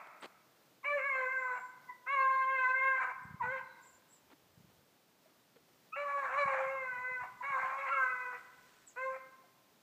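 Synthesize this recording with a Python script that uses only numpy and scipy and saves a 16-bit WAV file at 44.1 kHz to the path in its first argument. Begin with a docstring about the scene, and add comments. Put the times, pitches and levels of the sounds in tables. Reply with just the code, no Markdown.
"""Young hounds baying in the brush

Hounds bay at the edge of a wood: long falling howls, built from vocal-fold harmonics, turn hoarse with
growl and rasp and break into a second, whistling voice of gliding tones. Sparse echoes scatter the
calls among the trees and ring on. Birds chip in high glides; shaped noise makes rustling leaves, scuffs
and air; puffs bump the microphone with short dull swings, and small hollow knocks ring in the brush."""
import sys
import numpy as np
from scipy import signal
from scipy.fft import rfft, irfft, next_fast_len
from scipy.io import wavfile

SR = 44100
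rng = np.random.default_rng(int(sys.argv[2]) if len(sys.argv) > 2 else 0)


def waveform_to_disk(signal):
    """Save audio, clipped to [-1, 1], as 16-bit WAV at the path in sys.argv[1]."""
    frames = np.transpose(np.atleast_2d(signal))
    scaled = np.clip(frames, -1, 1) * 32767
    samples = np.round(scaled).astype(np.int16)
    wavfile.write(sys.argv[1], SR, samples)


N = 433062
TIME = np.arange(N) / SR


def amp(db):
    """Decibels to gain."""
    return 10 ** (np.asarray(db) / 20)


def unit(x):
    """Scales to rms 1."""
    return x / np.sqrt(np.mean(x ** 2) + 1e-20)


def read(points, hz):
    """Reads a spectrum or decay table on a log-frequency axis."""
    f, value = np.transpose(points)
    return np.interp(np.log(hz + 1), np.log(f + 1), value)


def curves(rows):
    """Time axis of a table, then each of its columns sample by sample."""
    s, *columns = np.transpose(rows)
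    t = np.arange(s[0], s[-1], 1 / SR)
    return [t] + [np.interp(t, s, column) for column in columns]


def add(mix, s, sound):
    """Mixes a sound in at time s."""
    part = mix[max(round(s * SR), 0):][:len(sound)]
    part += sound[:len(part)]


def noise(size=N):
    """White noise."""
    return rng.standard_normal(size)


def colour(x, points):
    """Gives x a spectrum, at rms 1."""
    size = next_fast_len(len(x))
    gain = amp(read(points, np.fft.rfftfreq(size, 1 / SR)))
    return unit(irfft(rfft(x, size) * gain, size)[:len(x)])


def wobble(size, hz):
    """Random motion, mostly slower than the given rate, at rms 1."""
    smooth = signal.butter(2, hz, fs=SR, output="sos")
    return unit(signal.sosfilt(smooth, noise(size + SR // 10))[-size:])


def fade(t, edge):
    """Straight fade-in and fade-out, each edge seconds long."""
    return np.clip(np.minimum(t - t[0], t[-1] - t) / edge, 0, 1)


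# colour of still air and microphone hiss: f/Hz, relative level/dB
AIR_COLOUR = [(18, -40), (35, -23), (65, -20.5), (130, 1.5), (330, 1), (450, -0.5), (620, -1), (900, -3.5),
              (2000, -8.5), (3600, -10), (5500, -12), (10500, -18.5), (13000, -15), (15200, -12)]


def air(level_db=-68, sway_db=-0.64):
    """A faint, gently swaying hush of coloured noise."""
    return amp(level_db + sway_db * wobble(N, 3.6)) * colour(noise(), AIR_COLOUR)


# gusts on the microphone: t/s, rise/s, fall/s, strength/dB
GUST_SWELLS = [(3.3, 0.066, 0.21, -60), (4.6, 0.14, 0.12, -71), (6.44, 0.07, 0.48, -67),
               (7.05, 0.31, 0.43, -74.5)]


def breeze(calm_db=-89.5):
    """Strength of the breeze: each gust swells and dies away over the calm."""
    strength = amp(calm_db)
    for s, rise, fall, db in GUST_SWELLS:
        swell = np.exp(-np.maximum((s - TIME) / rise, (TIME - s) / fall))
        strength = strength + amp(db) * swell
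    return strength


def rumble(flutter_db=5):
    """The breeze rumbles in lumps: low noise that flutters in strength."""
    low = colour(noise(), [(20, -42.5), (60, -4), (130, 0.0), (220, -5.5), (330, -31), (900, -61.5)])
    return breeze() * unit(low * amp(flutter_db * wobble(N, 9.3)))


# the strongest puffs of air, ahead of the microphone's bass cut: t/s, level/dB
PUFFS = [(3.254, -43.5), (3.311, -46.5), (3.345, -40), (3.44, -43.5), (4.578, -52), (4.648, -55.5),
         (6.458, -44), (7.119, -54), (7.506, -53), (7.639, -57)]


def bumps(bump_hz=150, length=0.0023):
    """Each puff of air gives a brief dull swing under a bell-shaped envelope; length in s."""
    out = np.zeros(N)
    t = np.arange(-SR // 20, SR // 20) / SR
    for s, db in PUFFS:
        swing = np.cos(2 * np.pi * (bump_hz * t + rng.random()))
        add(out, s + t[0], amp(db) * swing / np.cosh(t / length))
    return out


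def wind():
    """Rumble and bumps through a microphone that hardly passes the deepest bass."""
    bass_cut = signal.butter(2, 60, "high", fs=SR, output="sos")
    return signal.sosfilt(bass_cut, rumble() + bumps())


# swells of rustling leaves: middle t/s, half length/s, level/dB
LEAF_SWELLS = [(6.3, 0.57, -83), (7.907, 0.76, -68.5), (8.756, 0.24, -71.5)]
# colour of the leaves: f/Hz, relative level/dB
LEAF_COLOUR = [(300, -7), (1500, 4), (3000, -2), (4200, -5), (6000, -7), (8000, -6), (10500, -21),
               (15000, -14)]


def rustles(grain_db=3, grain_hz=300):
    """Soft, bright swells of leaves brushing each other: grainy noise."""
    swell = sum(amp(db) * np.exp(-((TIME - s) / half) ** 2) for s, half, db in LEAF_SWELLS)
    grains = noise() * amp(grain_db * wobble(N, grain_hz))
    return swell * colour(grains, LEAF_COLOUR)


# scuffs and rustles close by: t/s, length/s, level/dB
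SCUFF_STROKES = [(0.216, 0.054, -47), (0.068, 0.0085, -58.5), (4.294, 0.051, -63), (4.683, 0.055, -71),
                 (5.233, 0.11, -75), (5.555, 0.022, -65.5)]
# colour of the friction: f/Hz, relative level/dB
FRICTION_COLOUR = [(60, -32), (250, 2), (600, 5.5), (2000, -0.5), (3000, -4), (4400, -8.5), (5500, -22.5),
                   (8000, -19.5), (15000, -43)]


def scuffs(grain_db=3):
    """Short grainy strokes of friction."""
    out = np.zeros(N)
    for s, length, db in SCUFF_STROKES:
        size = int(length * SR)
        grains = noise(size) * amp(grain_db * wobble(size, 470))
        stroke = signal.windows.tukey(size, 0.6)
        add(out, s, amp(db) * stroke * colour(grains, FRICTION_COLOUR))
    return out


# small hollow knocks in the brush: t/s, f/Hz, level/dB
BRUSH_KNOCKS = [(4.33, 292, -57.5), (5.255, 638, -59), (5.563, 463, -56.5), (9.435, 718, -60)]


def knocks(t60=0.067, rise=0.0049):
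    """One woody mode rings briefly at each knock; decay by 60 dB and rise in s."""
    out = np.zeros(N)
    t = np.arange(SR // 4) / SR
    for s, hz, db in BRUSH_KNOCKS:
        ring = (1 - np.exp(-t / rise)) * np.sin(2 * np.pi * hz * t)
        add(out, s, 2 * amp(db - 60 * t / t60) * ring)
    return out


# decay of the tail among the trunks: f/Hz, time to fall by 60 dB/s
TRUNK_T60 = [(400, 0.99), (1100, 1.06), (2100, 0.84), (4000, 0.46), (8000, 0.073)]


def woods(x, near_db=-9, near_t60=0.24, far_db=-14, far_rise=0.0092, scatter_hz=680):
    """Nearby brush scatters the sound almost at once; the trunks behind it return a long tail."""
    t = np.arange(SR * 3 // 2) / SR
    # sparse random echoes, about 2500 a second
    near, far = rng.standard_normal((2, len(t))) * (rng.random((2, len(t))) < 2500 / SR)
    near *= amp(-60 * t / near_t60) * (t > 0.004)
    # each frequency of the tail dies at its own pace
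    hz, frame_s, bins = signal.stft(far * (1 - np.exp(-t / far_rise)), SR, nperseg=256)
    decay = amp(-60 * frame_s / read(TRUNK_T60, hz)[:, None])
    far = signal.istft(bins * decay, SR, nperseg=256)[1][:len(t)]
    echoes = amp(near_db) * near / np.linalg.norm(near) + amp(far_db) * far / np.linalg.norm(far)
    # twigs hardly scatter low notes
    echoes = signal.sosfilt(signal.butter(3, scatter_hz, "high", fs=SR, output="sos"), echoes)
    return x + signal.fftconvolve(x, echoes)[:N]


# bird notes: t/s, length/s, first f/Hz, last f/Hz, level/dB, depth of the warble/Hz
BIRD_NOTES = [(0.2, .03, 8460, 7600, -67, 2), (1.136, 0.15, 6970, 7300, -77, -3),
              (1.325, 0.17, 7250, 7460, -75.5, 108), (1.506, 0.2, 7430, 7420, -74, -5),
              (3.223, 0.032, 8420, 7600, -74, -16), (3.627, 0.19, 4100, 3850, -77, -6),
              (3.807, .17, 7580, 7310, -68.5, 372), (4.084, 0.1, 7720, 7400, -67.5, 274),
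              (7.367, 0.052, 7450, 6670, -82, 0), (8.864, 0.037, 8650, 6200, -55.5, 2)]


def chip(s, length, first_hz, last_hz, level_db, warble_hz, jitter=0.02, flicker_db=3):
    """A small bird's thin, buzzy glide: a sine with a warble, a shaky pitch and a flickering level."""
    t = np.arange(0, length, 1 / SR)
    glide = first_hz + (last_hz - first_hz) * t / length
    hz = glide + warble_hz * np.cos(2 * np.pi * 18.3 * t)  # warble rate 18.3 Hz
    arch_db = -4.5 * (2 * t / length - 1) ** 2  # louder in the middle than at the ends
    phase = 2 * np.pi * np.cumsum(hz * (1 + jitter * wobble(len(t), 400))) / SR
    tone = unit(np.sin(phase) * amp(flicker_db * wobble(len(t), 60)))
    return s, amp(level_db + arch_db) * fade(t, 0.012) * tone


# colour of the hoarse rasp, in the bays and in their ring: f/Hz, relative level/dB
RASP_COLOUR = [(40, -80), (300, -52), (480, -26.5), (620, -3.5), (760, -10), (1050, -2), (1400, -7),
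               (1800, -12.5), (2150, -7), (2650, -16.5), (2950, -45.5), (3500, -35.5), (4100, -41),
               (5000, -49.5), (7300, -43), (11000, -65)]


def dying_bay(level_db=-52, t60=1.29, squeal_hz=1290, squeal_width_hz=45, squeal_db=-4):
    """The ring of an earlier hoarse bay and of its squeal dies away among the trees."""
    squeal_ring = unit(wobble(N, squeal_width_hz) * np.sin(2 * np.pi * squeal_hz * TIME))
    ring = colour(noise(), RASP_COLOUR) + amp(squeal_db) * squeal_ring
    return amp(level_db - 60 * TIME / t60) * ring


# squeals, the thin second voice:
# t/s, rise/s, fall/s, first f/Hz, last f/Hz, level/dB, octave overtone level/dB
SQUEAL_NOTES = [(0.828, 0.02, 0.0095, 1270, 1014, -39.5, -5.5), (1.875, 0.023, .052, 1045, 985, -42, -4),
                (3.395, 0.017, 0.069, 1236, 827, -32, -24), (5.919, 0.014, 0.11, 1180, 1427, -40.5, -5),
                (6.25, 0.05, .06, 1366, 1265, -43.5, -15), (6.639, 0.083, .12, 1250, 1352, -49, -3),
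                (7.401, 0.012, 0.063, 992, 991, -39.5, -19), (7.618, .012, .055, 1270, 1290, -57, -17),
                (7.711, 0.1, .16, 1375, 1290, -47.5, -9), (7.885, 0.0345, .33, 1411, 1265, -33, -18)]


def squeal(s, rise, fall, first_hz, last_hz, level_db, octave_db, jitter=0.016):
    """A nearly pure, unsteady tone with its octave, gliding toward its last pitch."""
    t = np.arange(0, rise + fall, 1 / SR)
    # the time constant of the glide is a share of the length
    hz = last_hz + (first_hz - last_hz) * np.exp(-t / (0.27 * t[-1]))
    swell_db = -25 * np.maximum(1 - t / rise, (t - rise) / fall)
    phase = 2 * np.pi * np.cumsum(hz * (1 + jitter * wobble(len(t), 120))) / SR
    tone = unit(np.sin(phase) + amp(octave_db) * np.sin(2 * phase))
    return s, amp(level_db + swell_db) * fade(t, 0.0046) * tone


# the voice breaks into hoarseness: middle t/s, half length/s, roughness added (0-1)
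VOICE_BREAKS = [(0.998, .025, 0.33), (1.187, 0.067, 0.18), (1.467, 0.097, 0.15), (3.019, 0.053, 0.4),
                (3.442, .04, 0.19), (6.079, 0.11, 0.25), (6.298, 0.085, .54), (6.574, 0.13, 0.52),
                (6.995, 0.14, 0.13), (7.685, 0.21, 0.44), (7.886, 0.018, 0.37), (8.094, 0.096, 0.12)]


def hoarseness(t, clear=0.028, long_bay_s=0.3):
    """Roughness through a bay: at its start, at its end and wherever the voice breaks."""
    # the folds catch roughly, then settle
    start = 0.5 * np.exp((t[0] - t) / 0.021)
    # they rattle again as the air runs out, less so after a short bay
    spent = min((t[-1] - t[0]) / long_bay_s, 1)
    end = spent * 0.66 * np.exp(-((t[-1] - t) / 0.071) ** 2)
    breaks = sum(depth * np.exp(-((t - s) / half) ** 2) for s, half, depth in VOICE_BREAKS)
    return np.clip(clear + start + end + breaks, 0, 0.95)


# colour of the clear voice: f/Hz, relative level/dB
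THROAT_COLOUR = [(520, -2), (1050, 4), (1560, 6), (1740, -5), (2150, 4.5), (2330, -7), (2650, -12.5),
                 (2980, -32.5), (3180, -26), (3400, -38.5), (3700, -34), (4150, -30.5), (4700, -50),
                 (5900, -52.5), (7200, -51), (12000, -69.5)]


def clear_voice(hz, turns, rough, chest_db, mouth_db, top_db,
                press_db=45, waver_db=4.0, waver_hz=11, smear=0.26):
    """Eighteen harmonics of the vocal folds, shaped by the throat and mouth and smeared when hoarse."""
    size = len(hz)
    k = np.arange(1, 19)[:, None]
    # the harder the hound presses, the higher the pitch and the stronger the top harmonics
    pressed_db = top_db + press_db * np.log(hz / 530)
    # the open mouth lifts the fourth and fifth harmonics most
    mouth = np.interp(k, [2, 4, 5, 7], [0, 1, 1, 0.25])
    shares_db = chest_db * (k == 1) + mouth_db * mouth + pressed_db * (k >= 6)
    # each overtone wavers in strength on its own
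    shares_db = shares_db + waver_db * (k > 1) * np.array([wobble(size, waver_hz) for _ in k])
    gains = amp(read(THROAT_COLOUR, k * hz) + shares_db)
    gains /= np.sqrt((gains ** 2).sum(0) / 2)
    gains[1:] *= np.sqrt(1 - rough ** 2)
    # uneven cycle timing smears the overtones and spares the fundamental
    scatter = 2 * np.sqrt(k - 1) * smear * rough ** 2 * wobble(size, 100)
    # the throat delays each harmonic by its own amount
    delay = rng.random(k.shape)
    return (gains * np.cos(2 * np.pi * (k * turns + scatter + delay))).sum(0)


def growl(hz, turns, mouth_db, rasp, split_hz=36):
    """Strong and weak cycles alternate by fits: unsteady tones halfway between the harmonics."""
    size = len(hz)
    out = 0
    for half in np.arange(1, 6) + 0.5:
        fits = wobble(size, split_hz) + 1j * wobble(size, split_hz)
        opening_db = 0.14 * mouth_db * np.log(half / 2)  # an open mouth brightens the growl too
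        tone = (fits * np.exp(2j * np.pi * half * turns)).real
        out = out + amp(read(rasp, half * hz) + opening_db) * tone
    return unit(out)


# one table a bay: t/s, f/Hz before the opening scoop, level/dB,
# boost of the fundamental/dB, brightness of the mouth/dB
BAY_CURVES = [
    [(0.84, 595.4, -36, 1, 16), (0.964, 576, -33, 13, 7), (1.01, 514.4, -40, 18, 15.5),
     (1.061, 566.0, -34.5, -5, 3), (1.141, 526, -35.0, -1, 4.0), (1.269, 509.8, -37.5, 6, -3.5),
     (1.325, 526, -37.5, 1.5, 9), (1.526, 499.3, -37, -8, -14), (1.62, 492.4, -47.5, -10.5, -18.5)],
    [(2.06, 541, -39.5, -10.5, -2.5), (2.137, 567, -31.5, -5, 10.5), (2.181, 532.4, -31, -6.5, -7),
     (2.435, 526, -34.0, -15.5, -11.5), (2.54, 533.8, -36.0, 0.5, 2), (2.661, 506.8, -29.5, -19.5, -11),
     (2.765, 526.6, -34, -0.5, 3.5), (2.884, 534.4, -31, -1.5, 4), (3.033, 508.4, -37, -8.5, -3),
     (3.15, 493, -46.5, -16, -26)],
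    [(3.415, 509.0, -40, -15, 2), (3.485, 499.7, -37.5, -0.5, -6), (3.528, 534.2, -39.5, 7.5, -3.5),
     (3.62, 508, -44.5, 2, 11)],
    [(5.955, 594.8, -38.5, 7, 4), (6.084, 567, -39.5, 2, -2.5), (6.191, 562.7, -36, -5, -17),
     (6.302, 500.0, -41, -8, -10), (6.389, 582.2, -31, 0, 2), (6.467, 548.3, -33.5, -4, -13.5),
     (6.577, 526.5, -36.5, 9.5, -5), (6.74, 539, -40, 14, -2.5), (6.953, 494.8, -42, -10, 5),
     (7.091, 509.8, -41.0, 1, -1), (7.28, 492, -43.5, -16, 0.5)],
    [(7.42, 563.6, -41.5, -7.5, -2.5), (7.496, 562.7, -36.5, -13.5, 0.5), (7.57, 521.4, -34, -10.5, -15),
     (7.7, 528.8, -40.5, -15, -15.0), (7.839, 556.2, -40.5, -6, -9.5), (7.888, 515.5, -37, -6, 1),
     (7.924, 560.8, -39.5, 1, 6), (8.039, 514, -29.5, -10, -5.5), (8.091, 506.6, -41, -7.5, 1.5),
     (8.39, 493.7, -45, 0.5, 2.5)],
    [(8.958, 522, -42, -3, 3), (9.063, 529.3, -37.5, 10.5, -2.5), (9.2, 522.4, -48, 17, 1)],
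]
# tone of each bay, in the same order:
# boost of the top harmonics/dB, boost of the air hiss/dB, tilt of the rasp/(dB per octave)
BAY_TONES = [(-3, -0.5, 1.5), (0, -2.5, 2.5), (2.5, 1, 2.5), (0.5, 2.5, -1), (-3, 1, -1.5), (0, 5, 0.5)]
# colour of the air hiss that rides on every bay: f/Hz, relative level/dB
HISS_COLOUR = [(100, -64.5), (1500, -31), (3200, -20.5), (4000, 0.5), (5000, -10), (6000, 2), (7400, 4),
               (9000, -6), (11000, -41)]


def bay(rows, top_db, airy_db, tilt_db, jitter=0.0043, split_db=-2.0, rasp_db=-2.5, hiss_db=-43,
        tear_db=4, attack=0.02, release=0.039):
    """Vocal folds buzz through the throat; when hoarse their cycles scatter, pair into a growl and rasp."""
    t, hz, level_db, chest_db, mouth_db = curves(rows)
    # every bay starts 13 % under its pitch and slides up
    hz = hz * (1 - 0.13 * np.exp((t[0] - t) / 0.02))
    size = len(t)
    rough = hoarseness(t)
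    turns = np.cumsum(hz * (1 + jitter * wobble(size, 45))) / SR  # cycles of the folds
    folds = clear_voice(hz, turns, rough, chest_db, mouth_db, top_db)
    rasp = [(f, db + tilt_db * np.log2(f)) for f, db in RASP_COLOUR]
    # breath bursts through once a cycle
    puffs = noise(size) * (1 + 0.9 * np.cos(2 * np.pi * turns))
    hoarse = amp(split_db) * growl(hz, turns, mouth_db, rasp)
    hoarse = hoarse + amp(rasp_db) * rough * colour(puffs, rasp)
    # the rasp comes in torn bursts
    hoarse = rough ** 1.35 * hoarse * amp(tear_db * wobble(size, 38))
    hiss = amp(hiss_db + airy_db) * (1 + rough) * colour(puffs, HISS_COLOUR)
    # the voice trails off as the mouth shuts, its hoarse part faster
    closing = np.clip((t[-1] - t) / release, 0, 1)
    voice = folds + closing * hoarse + hiss
    return t[0], amp(level_db) * fade(t, attack) * closing * voice


def scene():
    """Hounds and birds among the trees, small noises at the microphone."""
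    hounds, birds = np.zeros(N), np.zeros(N)
    for row in BIRD_NOTES:
        add(birds, *chip(*row))
    for row in SQUEAL_NOTES:
        add(hounds, *squeal(*row))
    for rows, tone in zip(BAY_CURVES, BAY_TONES):
        add(hounds, *bay(rows, *tone))
    distant = woods(hounds) + woods(birds, near_db=-6.5, far_db=-10.5) + dying_bay()
    return (air() + wind() + rustles() + scuffs() + knocks() + distant)[None]


def record(dry, edge_hz=15330):
    """The recorder's band limit: a steep low-pass."""
    low_pass = signal.firwin(511, edge_hz, window=("kaiser", 9), fs=SR)
    return signal.oaconvolve(dry, low_pass[None], "same")


dry = scene()
out = record(dry)
waveform_to_disk(out)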